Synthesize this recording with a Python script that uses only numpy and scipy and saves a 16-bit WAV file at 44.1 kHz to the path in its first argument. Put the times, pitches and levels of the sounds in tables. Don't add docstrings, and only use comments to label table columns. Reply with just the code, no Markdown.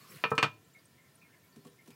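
import sys
import numpy as np
from scipy import signal
from scipy.fft import rfft, irfft, next_fast_len
from scipy.io import wavfile
from scipy.ndimage import uniform_filter1d, map_coordinates

SR = 44100
rng = np.random.default_rng(int(sys.argv[2]) if len(sys.argv) > 2 else 0)


def transcribe(u):
    v = np.clip(np.atleast_2d(u).T, -1, 1)
    q = np.round(v * 32767).astype(np.int16)
    wavfile.write(sys.argv[1], SR, q)


N = 85995

# pitch_hz, density_db [dB per Hz]
HISS_COLOUR = [(350, -47.5), (600, -36.5), (634, 1.5), (843, -14), (1020, 2), (1150, -8), (1340, -5.5),
               (1880, -7.5), (2100, -14), (2830, -7), (15500, -21)]
# time_s, level_db
HISS_LEVEL = [(0, -68), (.23, -62), (.55, -70), (0.801, -71.5), (1.5, -71.5), (1.95, -73)]
# pitch_hz, density_db [dB per Hz]
RUMBLE_COLOUR = [(20, -37), (55, -24), (80, -4), (110, -0.5), (145, 0.5), (200, -5.5), (400, -9.5),
                 (650, -16.5), (1200, -28)]
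# pitch_hz, width_hz, level_db
TANK_AIR = [(1010, 98, -8.5), (1352, 21, 0), (1798, 26, 3), (1936, 200, -12), (2290, 86, -8)]
# pitch_hz, density_db [dB per Hz]
GAP_RUSH_COLOUR = [(180, -38.5), (300, -13), (365, -27.5), (459, -13.5), (855, -26), (1090, 11),
                   (1370, -2.5), (1570, -5), (2560, -3.5), (3920, -4), (15000, -13.5)]
# pitch_hz, density_db [dB per Hz]
SPRAY_COLOUR = [(2500, -22), (5000, 1.5), (8000, -3), (15000, -0.5)]
# start_s, pitch_hz, level_db
DRIPS = [(.008, 4380, -46), (0.09, 5460, -45.5), (.102, 7700, -43.5), (0.647, 7540, -51),
         (0.734, 7300, -50.5), (.746, 2167, -52.5), (.756, 2120, -90), (.787, 4830, -54),
         (0.854, 8600, -44.5), (.978, 2105, -59), (1.042, 2080, -61), (1.153, 9300, -45.5),
         (1.213, 2430, -53.5), (1.24, 2155, -61), (1.28, 1542, -65), (1.326, 2092, -58.5),
         (1.335, 1686, -66), (1.435, 2233, -62), (1.522, 4580, -51.5), (1.604, 4390, -55),
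         (1.696, 9430, -53), (1.717, 5410, -58.5), (1.755, 5880, -60), (1.786, 2124, -56),
         (1.815, 2334, -65.5), (1.908, 2330, -58)]
# pitch_hz, t60_s
TANK_T60 = [(1000, 0.36), (2300, 0.18), (9000, 0.027)]
# pitch_hz, t60_s
ROOM_T60 = [(110, 0.6), (300, 0.69), (1200, 0.21), (4000, 0.33), (12000, 0.05)]
# start_s, level_db
TICKS = [(0.305, -47.5), (0.351, -52.5), (1.56, -60), (1.649, -60), (1.669, -58.5), (1.860, -62),
         (1.875, -56.5), (1.904, -57)]
# pitch_hz, density_db [dB per Hz]
TICK_COLOUR = [(300, 3.5), (1500, -1), (4500, -2), (8000, -3), (16000, -11)]
# start_s, level_db, brightness_hz, lowest_pitch_hz
BUMPS = [(1.565, -48.5, 293, 190), (1.577, -49.5, 354, 198), (1.652, -46.5, 910, 140),
         (1.877, -45, 297, 172)]
# pitch_hz, level_db, t60_s
HOLLOW_MODES = [(155, -5, 0.23), (237.3, 0, 0.11), (289, -6.5, 0.16), (399.5, -5, 0.29), (477.6, -11, 0.31),
                (499, -11.5, 0.25), (705, -12, 0.073), (1122, -3, .08)]
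# pitch_hz, density_db [dB per Hz]
SCRAPE_COLOUR = [(35, -83), (60, -42), (145, 3.5), (248, -14), (497, -8), (792, -45.5), (1320, -15.5),
                 (2470, -18.5), (3840, -23.5), (4220, -20), (6260, -29.5), (11500, -24), (15500, -24.5)]
# time_s, level_db
SCRAPE_LEVEL = [(0, -65.5), (.09, -60), (.112, -50), (.165, -51), (0.194, -60), (.235, -58.5), (.31, -67),
                (.42, -60), (.48, -83)]
# start_s, level_db, brightness_hz, ring_db, thump_db, low_weight_db, ping_weight_db
CLUNKS = [(0.2388, -24, 4467, 1, -1, 2, 0.5), (0.316, -27, 1500, 7, 9.5, 2.5, -3.5),
          (0.3797, -23, 9700, 1.5, -5.5, 1, 2.5), (0.4276, -18, 10700, -1, 5.5, -4, -2),
          (0.4428, -26, 5000, -7, 2, -18, -3)]
# pitch_hz, level_db, t60_s
PORCELAIN_MODES = [(448, -7, .15), (902, -17, .12), (1169, -10, .12), (1301, -4, .16), (1563, -14, .13),
                   (1795, -14, .15), (2324, -13, .11), (2428, -3, .155), (2785, -8, .08), (3010, -17, .11),
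                   (4375, -15, .09), (8080, -21, .09), (490, -12, .11), (607, -13, .08), (790, -20, .12),
                   (961, -19, .18), (1020, -18, .22), (1115, -8, .08), (1251, -13, .11), (2490, -14, .13),
                   (2665, -12, .07), (3095, -20, .11), (3480, -21, .12), (3689, -22, .11), (4600, -22, .08),
                   (6110, -28, .13)]
# pitch_hz, density_db [dB per Hz]
CLATTER_COLOUR = [(60, -59), (95, -37), (150, -2.5), (250, 1), (350, -1.5), (700, -5.5), (1150, 4),
                  (1500, 0.5), (2050, -5.5), (2650, 4.5), (3500, -10), (5500, -16.5), (8000, -24.5),
                  (10000, -35), (16000, -15.5)]
# pitch_hz, level_db, t60_s
THUMP_MODES = [(110, -29.5, 0.31), (145.4, -12, 0.14), (186, -15.5, 0.082), (251.6, -16.5, 0.11)]

TOP_HZ = 15900


def amp(db):
    return 10 ** (np.asarray(db) / 20)


def unit(x):
    return x / np.sqrt(np.mean(x ** 2) + 1e-20)


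def along(points, hz):
    pitch_hz, value = np.transpose(points)
    return np.interp(np.log(hz + 1), np.log(pitch_hz + 1), value)


def clock():
    return np.arange(N) / SR


def level_gain(points):
    return amp(np.interp(clock(), *np.transpose(points)))


def decay(t, t60_s):
    return np.exp(-np.log(1000) * t / t60_s)


def filtered(x, response):
    size = next_fast_len(N + SR // 2)
    hz = np.fft.rfftfreq(size, 1 / SR)
    return irfft(rfft(x, size) * response(hz), size)[:N]


def noise(colour):
    return unit(filtered(rng.standard_normal(N), lambda hz: amp(along(colour, hz))))


def patchy(x, depth_db):
    bins = signal.stft(x, nperseg=256)[2]
    field = uniform_filter1d(rng.standard_normal(bins.shape), size=4, axis=0)
    field = uniform_filter1d(field, size=10, axis=1)
    flickering = signal.istft(bins * amp(depth_db * unit(field)), nperseg=256)[1]
    return unit(flickering[:N])


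def soften(x, hz, order):
    low_pass = signal.butter(order, min(hz, .45 * SR), fs=SR, output="sos")
    return signal.sosfilt(low_pass, x)


def ring(modes, attack_s, scatter_db):
    t = clock()
    tones = np.zeros(N)
    for hz, db, t60_s in modes:
        strength = amp(db + scatter_db * rng.normal())
        tones += strength * decay(t, t60_s) * np.sin(2 * np.pi * (hz * t + rng.random()))
    return tones * (1 - np.exp(-t / attack_s))


def add(track, start_s, sound):
    start = int(np.clip(start_s * SR, 0, N - 1))
    track[start:start + len(sound)] += sound[:N - start]


def echo(x, t60_points):
    hz, t, bins = signal.stft(rng.standard_normal(SR // 2), SR, nperseg=256)
    dying = bins * decay(t, along(t60_points, hz)[:, None])
    tail = signal.istft(dying, SR, nperseg=256)[1]
    return signal.fftconvolve(x, tail / np.linalg.norm(tail))[:N]


def tank_air_response(hz):
    return sum(amp(db) * 1j * hz * width / (centre ** 2 - hz ** 2 + 1j * hz * width)
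               for centre, width, db in TANK_AIR)


def refill():
    closed_s, closing_s = 0.36, 0.2
    hiss = level_gain(HISS_LEVEL) * patchy(noise(HISS_COLOUR), depth_db=1.9)
    tank_air = amp(-74.5) * unit(filtered(rng.standard_normal(N), tank_air_response))
    rumble = amp(-66) * noise(RUMBLE_COLOUR)
    gap = np.clip((closed_s - clock()) / closing_s, 0, 1)
    rush = amp(-62) * gap * patchy(noise(GAP_RUSH_COLOUR), depth_db=3)
    return hiss + tank_air + rumble + rush


def spray():
    return amp(-75) * patchy(noise(SPRAY_COLOUR), depth_db=5.5)


def fizz():
    bubbles = []
    for _ in range(70):
        start_s = rng.uniform(0, N / SR)
        pitch_hz = min(9000 * np.exp(.35 * rng.normal()), TOP_HZ)
        bubbles.append((start_s, pitch_hz, -65 + 3 * rng.normal()))
    return bubbles


def drips():
    decay_cycles, rise, attack_s = 217, 0.0024, 0.0067
    waver_hz, wavers_per_s = 85, 600
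    out, t = np.zeros(N), clock()[:SR // 6]
    for start_s, hz, db in DRIPS + fizz():
        age = hz * t / decay_cycles
        waver = waver_hz * map_coordinates(rng.standard_normal(wavers_per_s), [t * wavers_per_s])
        pitch_hz = hz * (1 + rise * np.minimum(age, 1)) + waver
        tone = np.sin(2 * np.pi * np.cumsum(pitch_hz) / SR)
        add(out, start_s, amp(db) * tone * decay(age, 1) * (1 - np.exp(-t / attack_s)))
    return out + amp(-2.5) * echo(out, TANK_T60)


def ticks():
    out = np.zeros(N)
    for start_s, db in TICKS:
        add(out, start_s, amp(db) * noise(TICK_COLOUR) * decay(clock(), 0.091))
    return out


def hand_bumps():
    out = np.zeros(N)
    for start_s, db, bright_hz, lowest_hz in BUMPS:
        hollow = ring(HOLLOW_MODES, attack_s=0.0011, scatter_db=1.5)
        push = amp(4.5) * noise(RUMBLE_COLOUR) * decay(clock(), 0.03)
        bump = soften(hollow + push, bright_hz, order=2)
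        high_pass = signal.butter(2, lowest_hz, "highpass", fs=SR, output="sos")
        add(out, start_s, amp(db) * signal.sosfilt(high_pass, bump))
    return out


def lid_scrape():
    rough_db, slips_per_s = 1.6, 180
    slips = map_coordinates(rng.standard_normal(N), [clock() * slips_per_s])
    grating = unit(patchy(noise(SCRAPE_COLOUR), depth_db=4.0) * amp(rough_db * slips))
    return level_gain(SCRAPE_LEVEL) * grating


def contact_weight_db(hz, low_db, ping_db):
    def near(centre_hz):
        octaves = np.log2((hz + 1) / centre_hz)
        return np.exp(-.5 * (octaves / .2) ** 2)

    return low_db * near(490) + ping_db * near(2550)


def lid_clunks():
    out, t = np.zeros(N), clock()
    for start_s, db, bright_hz, ring_db, thump_db, low_db, ping_db in CLUNKS:
        modes = [(hz, level_db + contact_weight_db(hz, low_db, ping_db), t60_s)
                 for hz, level_db, t60_s in PORCELAIN_MODES]
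        dense = filtered(noise(CLATTER_COLOUR), lambda hz: amp(contact_weight_db(hz, low_db, ping_db)))
        clatter = amp(-4) * dense * decay(t, 0.13)
        crack = amp(-2.5) * dense * decay(t, 0.045)
        porcelain = amp(ring_db) * ring(modes, attack_s=0.00039, scatter_db=1)
        thump = amp(thump_db) * ring(THUMP_MODES, attack_s=0.0017, scatter_db=1)
        blow = clatter + crack + porcelain + thump
        add(out, start_s, amp(db) * soften(blow, bright_hz, order=4))
    return out


def scene():
    near = lid_clunks() + lid_scrape() + hand_bumps() + ticks()
    room = amp(-25) * echo(near, ROOM_T60)
    water = drips() + spray() + refill()
    return (near + room + water)[None]


def record(dry):
    threshold_db, slope, smoothing_s = -39, 0.19, 0.071
    high_pass = signal.butter(5, 88, "highpass", fs=SR, output="sos")
    thin = signal.sosfilt(high_pass, dry[0])
    keep = np.exp(-1 / (smoothing_s * SR))
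    power = signal.lfilter([1 - keep], [1, -keep], thin ** 2)
    heard_db = 10 * np.log10(power + 1e-12)
    ducked = thin * amp(-slope * np.maximum(heard_db - threshold_db, 0))
    return filtered(ducked, lambda hz: hz < TOP_HZ)[None]


dry = scene()
out = record(dry)
transcribe(out)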